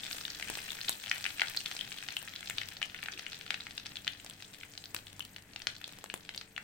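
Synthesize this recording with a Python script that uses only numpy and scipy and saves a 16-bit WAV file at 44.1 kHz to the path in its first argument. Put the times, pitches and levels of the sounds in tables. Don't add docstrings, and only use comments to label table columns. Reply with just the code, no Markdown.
import sys
import numpy as np
from scipy import signal
from scipy.fft import rfft, irfft, next_fast_len
from scipy.io import wavfile
from scipy.ndimage import uniform_filter1d, map_coordinates

SR = 44100
rng = np.random.default_rng(int(sys.argv[2]) if len(sys.argv) > 2 else 0)


def generate_wav(sig):
    pcm = np.round(np.clip(np.atleast_2d(sig).T, -1, 1) * 32767).astype(np.int16)
    wavfile.write(sys.argv[1], SR, pcm)


N = 292383

# start in seconds, relative level in dB, pitch in Hz, ring in cycles.
POPS = [(.035, -33, 3420, 4.5), (0.112, -30.5, 3170, 0.75), (.129, -30, 4280, 1.6),
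        (0.252, -28.5, 3580, 2.8), (0.3029, -33, 5030, 2.5), (0.4256, -28, 2400, 2.3),
        (0.5536, -30, 3710, .8), (.7046, -32, 3580, 4.3), (0.8135, -31.5, 4000, 2.5),
        (0.8818, -30, 3320, 2.2), (.8853, -23, 3740, 2.6), (1.0798, -36, 2970, 1.2),
        (1.0964, -31.5, 5070, 3.7), (1.1141, -16.5, 2320, 1.96), (1.242, -26.5, 3800, 0.99),
        (1.2536, -25.5, 2260, 1.6), (1.2635, -22.5, 2420, 2.3), (1.3962, -23, 2570, 1.8),
        (1.407, -27.5, 3640, 0.8), (1.4178, -15, 2130, 1.15), (1.434, -30, 1600, 1.2),
        (1.483, -31, 3930, 1.5), (1.5723, -23.5, 4400, 4.5), (1.6598, -26, 3400, 1.6),
        (1.7139, -28.5, 2750, 0.8), (1.7913, -32, 3160, 4), (1.8103, -26.5, 3200, 3.7),
        (1.9191, -32.5, 2630, 1.9), (1.9857, -33.5, 3200, 2.7), (2.0265, -33.5, 2400, 1.4),
        (2.0867, -28, 2740, 1.1), (2.1673, -22.5, 2970, 4.5), (2.2767, -35, 2120, 1.6),
        (2.361, -31.5, 3460, 2.3), (2.429, -36, 2290, 1.7), (2.4984, -31.5, 2100, 1.1),
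        (2.508, -30.5, 2320, 2.6), (2.583, -23, 3400, 2.2), (2.616, -28, 2310, 1.7),
        (2.817, -26, 2270, 0.96), (2.8276, -21.5, 2680, 3.9), (2.9456, -32, 2190, 1.9),
        (3.0293, -29, 2280, 1.4), (3.0596, -31.5, 2540, 1.1), (3.0848, -27.5, 1840, 1.6),
        (3.1757, -36, 2620, 3.4), (3.1936, -33, 3300, 0.92), (3.2653, -29.5, 2600, 2.2),
        (3.3312, -34.5, 3370, 1.2), (3.3447, -37.5, 3730, 1.9), (3.4117, -35.5, 2930, 1.2),
        (3.5058, -20.5, 2630, 1.17), (3.543, -25.5, 2670, 1.1), (3.6062, -32.5, 4000, 5.5),
        (3.668, -31.5, 2100, 1.14), (3.7787, -29.5, 3500, 1.24), (3.8602, -33.5, 3300, 0.86),
        (3.866, -34, 4240, 0.94), (3.9568, -35.5, 3500, 1.5), (3.9693, -29, 3480, 3.6),
        (4.0696, -33, 2310, 0.95), (4.0778, -20.5, 3000, 2), (4.2632, -37.5, 3900, 0.6),
        (4.4237, -37, 3550, .8), (4.6336, -34, 2330, 1.9), (4.777, -35, 4060, 1.4), (4.84, -37, 3720, 2.4),
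        (4.857, -38, 4330, 1.6), (4.9643, -30, 3670, 0.81), (5.2053, -28.5, 3040, 6.3),
        (5.3629, -35, 2900, 1.3), (5.561, -31, 2950, 1.23), (5.6195, -36, 4000, 1),
        (5.6702, -19.5, 3100, 0.77), (5.8142, -39.5, 2200, 1.1), (5.842, -30.5, 3550, 3),
        (6.0999, -30, 2670, 2), (6.2918, -29.5, 2750, 1.3), (6.3471, -36.5, 3420, 1.3),
        (6.377, -30.5, 4200, 2.4), (6.4125, -36, 3340, 0.89), (6.5635, -32.5, 2930, 3.4),
        (6.5786, -26.5, 1990, 1.5)]
# start in seconds, relative crack level in dB, relative puff level in dB.
SPITS = [(0.147, -41, -49), (.5, -32, -35), (0.5731, -36, -43), (.7191, -36, -63), (0.8939, -21.5, -37.5),
         (1.181, -38.5, -54), (1.4982, -37, -64), (1.5648, -34, -55), (2.168, -35.5, -60),
         (2.2276, -37.5, -66), (2.499, -31.5, -66), (2.6874, -36.5, -49), (3.0374, -38, -71),
         (4.2467, -43, -59), (4.2984, -39, -54), (4.9465, -29, -39.5), (5.1299, -45, -66),
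         (5.1945, -37, -54.5), (5.2509, -42, -70), (5.8785, -42.5, -51.5), (5.9871, -46, -51.5),
         (6.0414, -38.5, -45.5), (6.1406, -30.5, -35.5), (6.3619, -43.5, -54)]
# time in seconds, small-bubble gain in dB, foam-fizz gain in dB.
BOIL = [(0, -49, -56), (.14, -51, -47.5), (.33, -50.5, -55), (.54, -48.5, -52), (1.05, -50.5, -52.5),
        (1.6, -49, -52), (1.9, -52.5, -54.5), (2.4, -54, -59), (2.53, -51.5, -57), (2.9, -56, -62.5),
        (3.5, -54, -61.5), (3.78, -60, -62), (4.4, -59.5, -63), (4.88, -65.5, -60.5), (5.08, -62, -62.5),
        (5.45, -68, -67.5), (5.85, -58.5, -65.5), (6.55, -70, -65.5)]
# frequency in Hz, gain in dB.
SIZZLE_SHAPE = [(300, -6), (750, -16), (1050, -7), (1500, 2), (2200, -3), (3400, -0.5), (4500, -7),
                (6000, -4), (8500, -19), (11000, -39), (16000, -41)]
# frequency in Hz, gain in dB.
FIZZ_SHAPE = [(1500, -21), (4000, -11), (6500, 0.5), (8600, 5.5), (10200, -8), (12000, -1), (13500, -0.5),
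              (15700, 0.5)]
# frequency in Hz, gain in dB.
CRACK_SHAPE = [(200, -18), (1000, 0.5), (2000, -3), (3500, 5.5), (4300, -0.5), (5500, -1), (8500, 2.5),
               (10200, -4), (15700, -5)]
# frequency in Hz, gain in dB.
STOVE_SHAPE = [(20, 4), (50, -7.5), (100, 3.5), (160, 6.5), (260, 1.5), (420, -5.5), (600, -4.5),
               (780, -5.5), (1050, -10), (2000, -3.5), (5000, -19.5), (16000, -24)]
# frequency in Hz, gain in dB.
WOK_SHAPE = [(100, -19.5), (500, -13), (780, -2.5), (1050, -11), (1450, 0.5), (3000, -1), (4300, 1),
             (6000, 1.5), (10000, -4.5), (16000, -17)]
# frequency in Hz, mid level in dB.
HUM = [(49, -74.5), (98, -73.5), (195.6, -73), (293.3, -72), (442.3, -77.5)]
# frequency in Hz, left minus right in dB.
BALANCE = [(60, -1), (250, 2), (800, 1.5), (1400, 1), (2000, 4.5), (2700, 8), (3400, 9.5), (4200, -3),
           (5500, 5), (8000, 1.5), (14000, 4.5)]
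# frequency in Hz, left-right correlation.
STOVE_ALIKE = [(60, 0.96), (290, 0.88), (640, 0.78), (1400, 0.27), (5000, 0.11)]
# frequency in Hz, T60 in seconds.
KITCHEN_T60 = [(200, 0.41), (2000, 0.21), (5000, 0.18), (14000, 0.24)]
# time in seconds, relative level in dB.
DRONE = [(0, -72), (1, -72), (1.24, -59), (1.44, -71.5), (2.36, -67), (2.56, -56), (2.86, -69), (6.63, -70)]
# centre in seconds, level in dB, pitch in Hz, Gaussian half-length in seconds.
BUMP = (3.155, -57, 380, .025)

TOP_HZ = 16000
GRAIN_SAMPLES, BURST_SAMPLES = 512, 66
FULL_BOIL_DB = -50
POPS_PER_S, POP_DB, POP_SCATTER_DB = 26, -37, 2
POP_HZ, POP_SCATTER_OCTAVES, POP_CYCLES = 3050, 0.27, 1.4
SPITS_PER_S, SPIT_DB, SPIT_SCATTER_DB, PUFF_RE_CRACK_DB = 13, -45, 2, -20.5
RATE_DB_PER_BOIL_DB, SIZE_DB_PER_BOIL_DB = 0.5, 0.47
TEAR_HZ = 2520


def pops(level_db=-2.0, lag_s=0.000038, lag_spread_s=0.000022, tear_db=-11.5, pan_spread_db=1.4):
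    out = np.zeros((2, N))
    t = np.arange(GRAIN_SAMPLES) / SR
    dice = np.random.default_rng(rng.integers(1 << 30))
    film = t * np.exp(-t / 0.0006)
    dulling = [1, -np.exp(-2 * np.pi * TEAR_HZ / SR)]
    for s, db, hz, cycles in POPS + lesser_pops():
        lag = lag_s + lag_spread_s * dice.normal()
        ring = bubble(np.array([t, t - lag]), hz, cycles)
        noise = signal.lfilter([1], dulling, dice.standard_normal((2, GRAIN_SAMPLES)))
        tear = amp(tear_db) * burst(noise * film)
        sides_db = pan_spread_db * dice.normal() * np.array([[0.5], [-0.5]])
        pop = in_wok(ring + tear, echo_db=-3, t60_s=0.013, dice=dice)
        add(out, s, amp(db + level_db + sides_db) * pop)
    return coloured(out, WOK_SHAPE)


def lesser_pops():
    return [(s, POP_DB + db, POP_HZ * 2 ** (POP_SCATTER_OCTAVES * pitch), POP_CYCLES * np.exp(ring / 2))
            for s, db, pitch, ring in by_chance(POPS_PER_S, POP_SCATTER_DB)]


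def bubble(t, hz, cycles, swell=0.27):
    t = np.maximum(t, 0)
    u = t * hz / (swell * np.maximum(cycles, 0.5))
    return burst(u * np.exp(-u) * np.sin(2 * np.pi * hz * t))


def spits(crack_db=4.0, puff_db=3, puff_s=0.00033):
    cracks, puffs = np.zeros((2, N)), np.zeros((2, N))
    t = np.arange(GRAIN_SAMPLES) / SR
    dice = np.random.default_rng(rng.integers(1 << 30))
    push = burst((1 - t / puff_s) * np.exp(-t / puff_s) * (1 - np.exp(-t / 0.00006)))
    snap = amp(-60 * t / 0.0022) * (1 - np.exp(-t / 0.0001))
    for s, db, low_db in SPITS + lesser_spits():
        noise = burst(dice.standard_normal((2, GRAIN_SAMPLES)) * snap)
        crack = in_wok(noise, echo_db=-7, t60_s=0.014, dice=dice)
        puff = in_wok(np.array([push, push]), echo_db=-3, t60_s=0.0026, dice=dice)
        add(cracks, s, amp(db + crack_db) * crack)
        add(puffs, s, amp(low_db + puff_db) * puff)
    return coloured(cracks, CRACK_SHAPE) + puffs


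def lesser_spits():
    return [(s, SPIT_DB + db, SPIT_DB + db + PUFF_RE_CRACK_DB + SPIT_SCATTER_DB * puff)
            for s, db, puff, _ in by_chance(SPITS_PER_S, SPIT_SCATTER_DB)]


def by_chance(per_second, scatter_db):
    dice = np.random.default_rng(rng.integers(1 << 30))
    boil_db = curves(BOIL)[0] - FULL_BOIL_DB
    due = np.cumsum(abs(per_second) * amp(RATE_DB_PER_BOIL_DB * boil_db)) / SR
    draws = dice.standard_normal((int(due[-1]), 4))
    turns = (np.arange(len(draws)) + draws[:, 0]) % due[-1]
    at = np.searchsorted(due, turns)
    db = SIZE_DB_PER_BOIL_DB * boil_db[at] + scatter_db * np.clip(draws[:, 1], -2, 2)
    return np.column_stack([at / SR, db, draws[:, 2:]])


def sizzle(bubbles_db=0, wash_db=-7.5, foam_db=-7.5, hiss_db=-2.0, surge_db=0.32, surges_per_s=9):
    boil_db, fizz_db = np.array(curves(BOIL)) + surge_db * wobble(surges_per_s)
    small = swarm(boil_db, per_second=600, hz=3320, spread=0.2, cycles=1.53, size_db=4.5)
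    foam = swarm(fizz_db, per_second=800, hz=9500, spread=0.18, cycles=1.27, size_db=3.5)
    wash = coloured(patchy(rng.standard_normal((2, N)), depth_db=3.0), SIZZLE_SHAPE)
    body = amp(bubbles_db) * unit(coloured(small, WOK_SHAPE)) + amp(wash_db) * unit(wash)
    fizz = amp(foam_db) * unit(foam) + amp(hiss_db) * rng.standard_normal((2, N))
    top = coloured(patchy(fizz, depth_db=5.0), FIZZ_SHAPE)
    return amp(boil_db) * body + amp(fizz_db) * top


def swarm(level_db, per_second, hz, spread, cycles, size_db, crowding=0.4):
    density = amp(level_db - level_db.max()) ** abs(crowding)
    rows = np.random.default_rng(rng.integers(1 << 30)).random((int(per_second * N / SR), 5))
    kept = rows[:, 1] < density[(rows[:, 0] * N).astype(int)]
    when, _, pitch, size, side = rows[kept].T
    start = (when * N).astype(int)
    k = np.arange(GRAIN_SAMPLES // 4)
    pitch_hz = np.clip(hz * np.exp(spread * np.log(pitch / (1 - pitch))), 900, TOP_HZ)
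    gain = amp(-size_db * np.log(np.maximum(size, 0.04))) / np.sqrt(density[start])
    ports = []
    for lag_s in (0 * side, (side - 0.3) * 0.00021):
        grains = gain[:, None] * bubble(k / SR - lag_s[:, None], pitch_hz[:, None], cycles)
        places = start[:, None] + k
        ports.append(np.bincount(places.ravel(), grains.ravel(), N + GRAIN_SAMPLES)[:N])
    return in_wok(np.array(ports), echo_db=-7, t60_s=0.012)[:, :N]


def patchy(x, depth_db):
    z = signal.stft(x, nperseg=256)[2]
    over_pitch = uniform_filter1d(rng.standard_normal(z.shape[1:]), size=24, axis=0)
    field = uniform_filter1d(over_pitch, size=3, axis=1)
    return signal.istft(z * amp(depth_db * unit(field)), nperseg=256)[1][:, :N]


def in_wok(sound, echo_db, t60_s, gap_s=0.0007, dice=None):
    t = np.arange(GRAIN_SAMPLES) / SR
    echoes = (dice or rng).standard_normal((2, GRAIN_SAMPLES)) * amp(-60 * t / t60_s) * (t > gap_s)
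    paths = amp(echo_db) * echoes / np.linalg.norm(echoes, axis=1, keepdims=True)
    paths[:, 0] = 1
    return signal.fftconvolve(sound, paths, axes=1)


def kitchen(x):
    out, size = np.zeros((2, N)), SR // 4
    for start in range(0, N, size):
        hz, t, z = signal.stft(rng.standard_normal((2, SR // 2)), SR, nperseg=256)
        decay = amp(-60 * t / along(KITCHEN_T60, hz)[:, None])
        tail = signal.istft(z * decay, SR, nperseg=256)[1]
        tail *= 1 - np.exp(-np.arange(tail.shape[1]) / SR / 0.0037)
        tail /= np.linalg.norm(tail, axis=1, keepdims=True)
        add(out, start / SR, signal.fftconvolve(x[:, start:start + size], tail, axes=1))
    return out


def stove(rumble_db=-57, fade_db_per_s=0.5, flicker_db=1, waver_db=3.5):
    turn = np.arccos(np.clip(along(STOVE_ALIKE, np.fft.rfftfreq(N, 1 / SR)), -1, 1)) / 2
    mid, side = irfft(rfft(rng.standard_normal((2, N))) * [np.cos(turn), np.sin(turn)], N)
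    rumble = unit(coloured(np.array([mid + side, mid - side]), STOVE_SHAPE))
    t = np.arange(N) / SR
    flame_db = rumble_db - fade_db_per_s * t + flicker_db * wobble(12)
    hum = np.zeros(N)
    for hz, db in HUM:
        level = amp(db + waver_db * wobble(2.04)) * np.sqrt(2)
        hum += level * np.sin(2 * np.pi * hz * t + 0.29 * wobble(4.4))
    return amp(flame_db) * rumble + hum + amp(curves(DRONE)[0]) * drone()


def drone(hz=97, width_hz=22, db=-3):
    band = np.exp(-((np.fft.rfftfreq(N, 1 / SR) - hz) / width_hz) ** 2)
    return amp(db) * unit(irfft(rfft(rng.standard_normal(N)) * band, N))


def bump():
    s, db, hz, length_s = BUMP
    envelope = np.exp(-((np.arange(N) / SR - s) / length_s) ** 2)
    return envelope * drone(hz, width_hz=100, db=db)


def amp(db):
    return 10 ** (np.asarray(db) / 20)


def unit(x):
    return x / np.sqrt(np.mean(x ** 2) + 1e-20)


def burst(x):
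    return x * np.sqrt(BURST_SAMPLES / (np.sum(x ** 2, axis=-1, keepdims=True) + 1e-20))


def along(points, hz):
    f, v = np.transpose(points)
    return np.interp(np.log(hz + 1), np.log(f + 1), v)


def curves(rows):
    s, *cols = np.transpose(rows)
    return [np.interp(np.arange(N) / SR, s, c) for c in cols]


def wobble(knots_per_s):
    knots = rng.standard_normal(int(N * knots_per_s / SR) + 4)
    return map_coordinates(knots, [np.arange(N) * knots_per_s / SR])


def coloured(x, points, share=1):
    size = 4096
    gain = amp(share * along(points, np.fft.rfftfreq(size, 1 / SR)))
    cepstrum = irfft(np.log(gain))
    cepstrum[1:size // 2] *= 2
    cepstrum[size // 2 + 1:] = 0
    kernel = irfft(np.exp(rfft(cepstrum)))
    return signal.fftconvolve(np.atleast_2d(x), kernel[None], axes=1)[:, :N]


def add(track, s, sound):
    start = int(np.clip(round(s * SR), 0, N - 1))
    track[:, start:start + sound.shape[1]] += sound[:, :N - start]


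def scene(room_db=-7.0, spit_room_db=-3):
    bubbling = pops() + sizzle()
    spitting = spits()
    room = amp(room_db) * kitchen(bubbling + amp(spit_room_db) * spitting)
    left, right = bubbling + spitting + room + stove() + bump()
    return np.vstack([coloured(left, BALANCE, share=0.32), coloured(right, BALANCE, share=-0.72)])


def record(dry):
    size = next_fast_len(N + SR // 4)
    loss = 1 + (np.fft.rfftfreq(size, 1 / SR) / TOP_HZ) ** 160
    return irfft(rfft(dry, size) / loss, size)[:, :N]


dry = scene()
out = record(dry)
generate_wav(out)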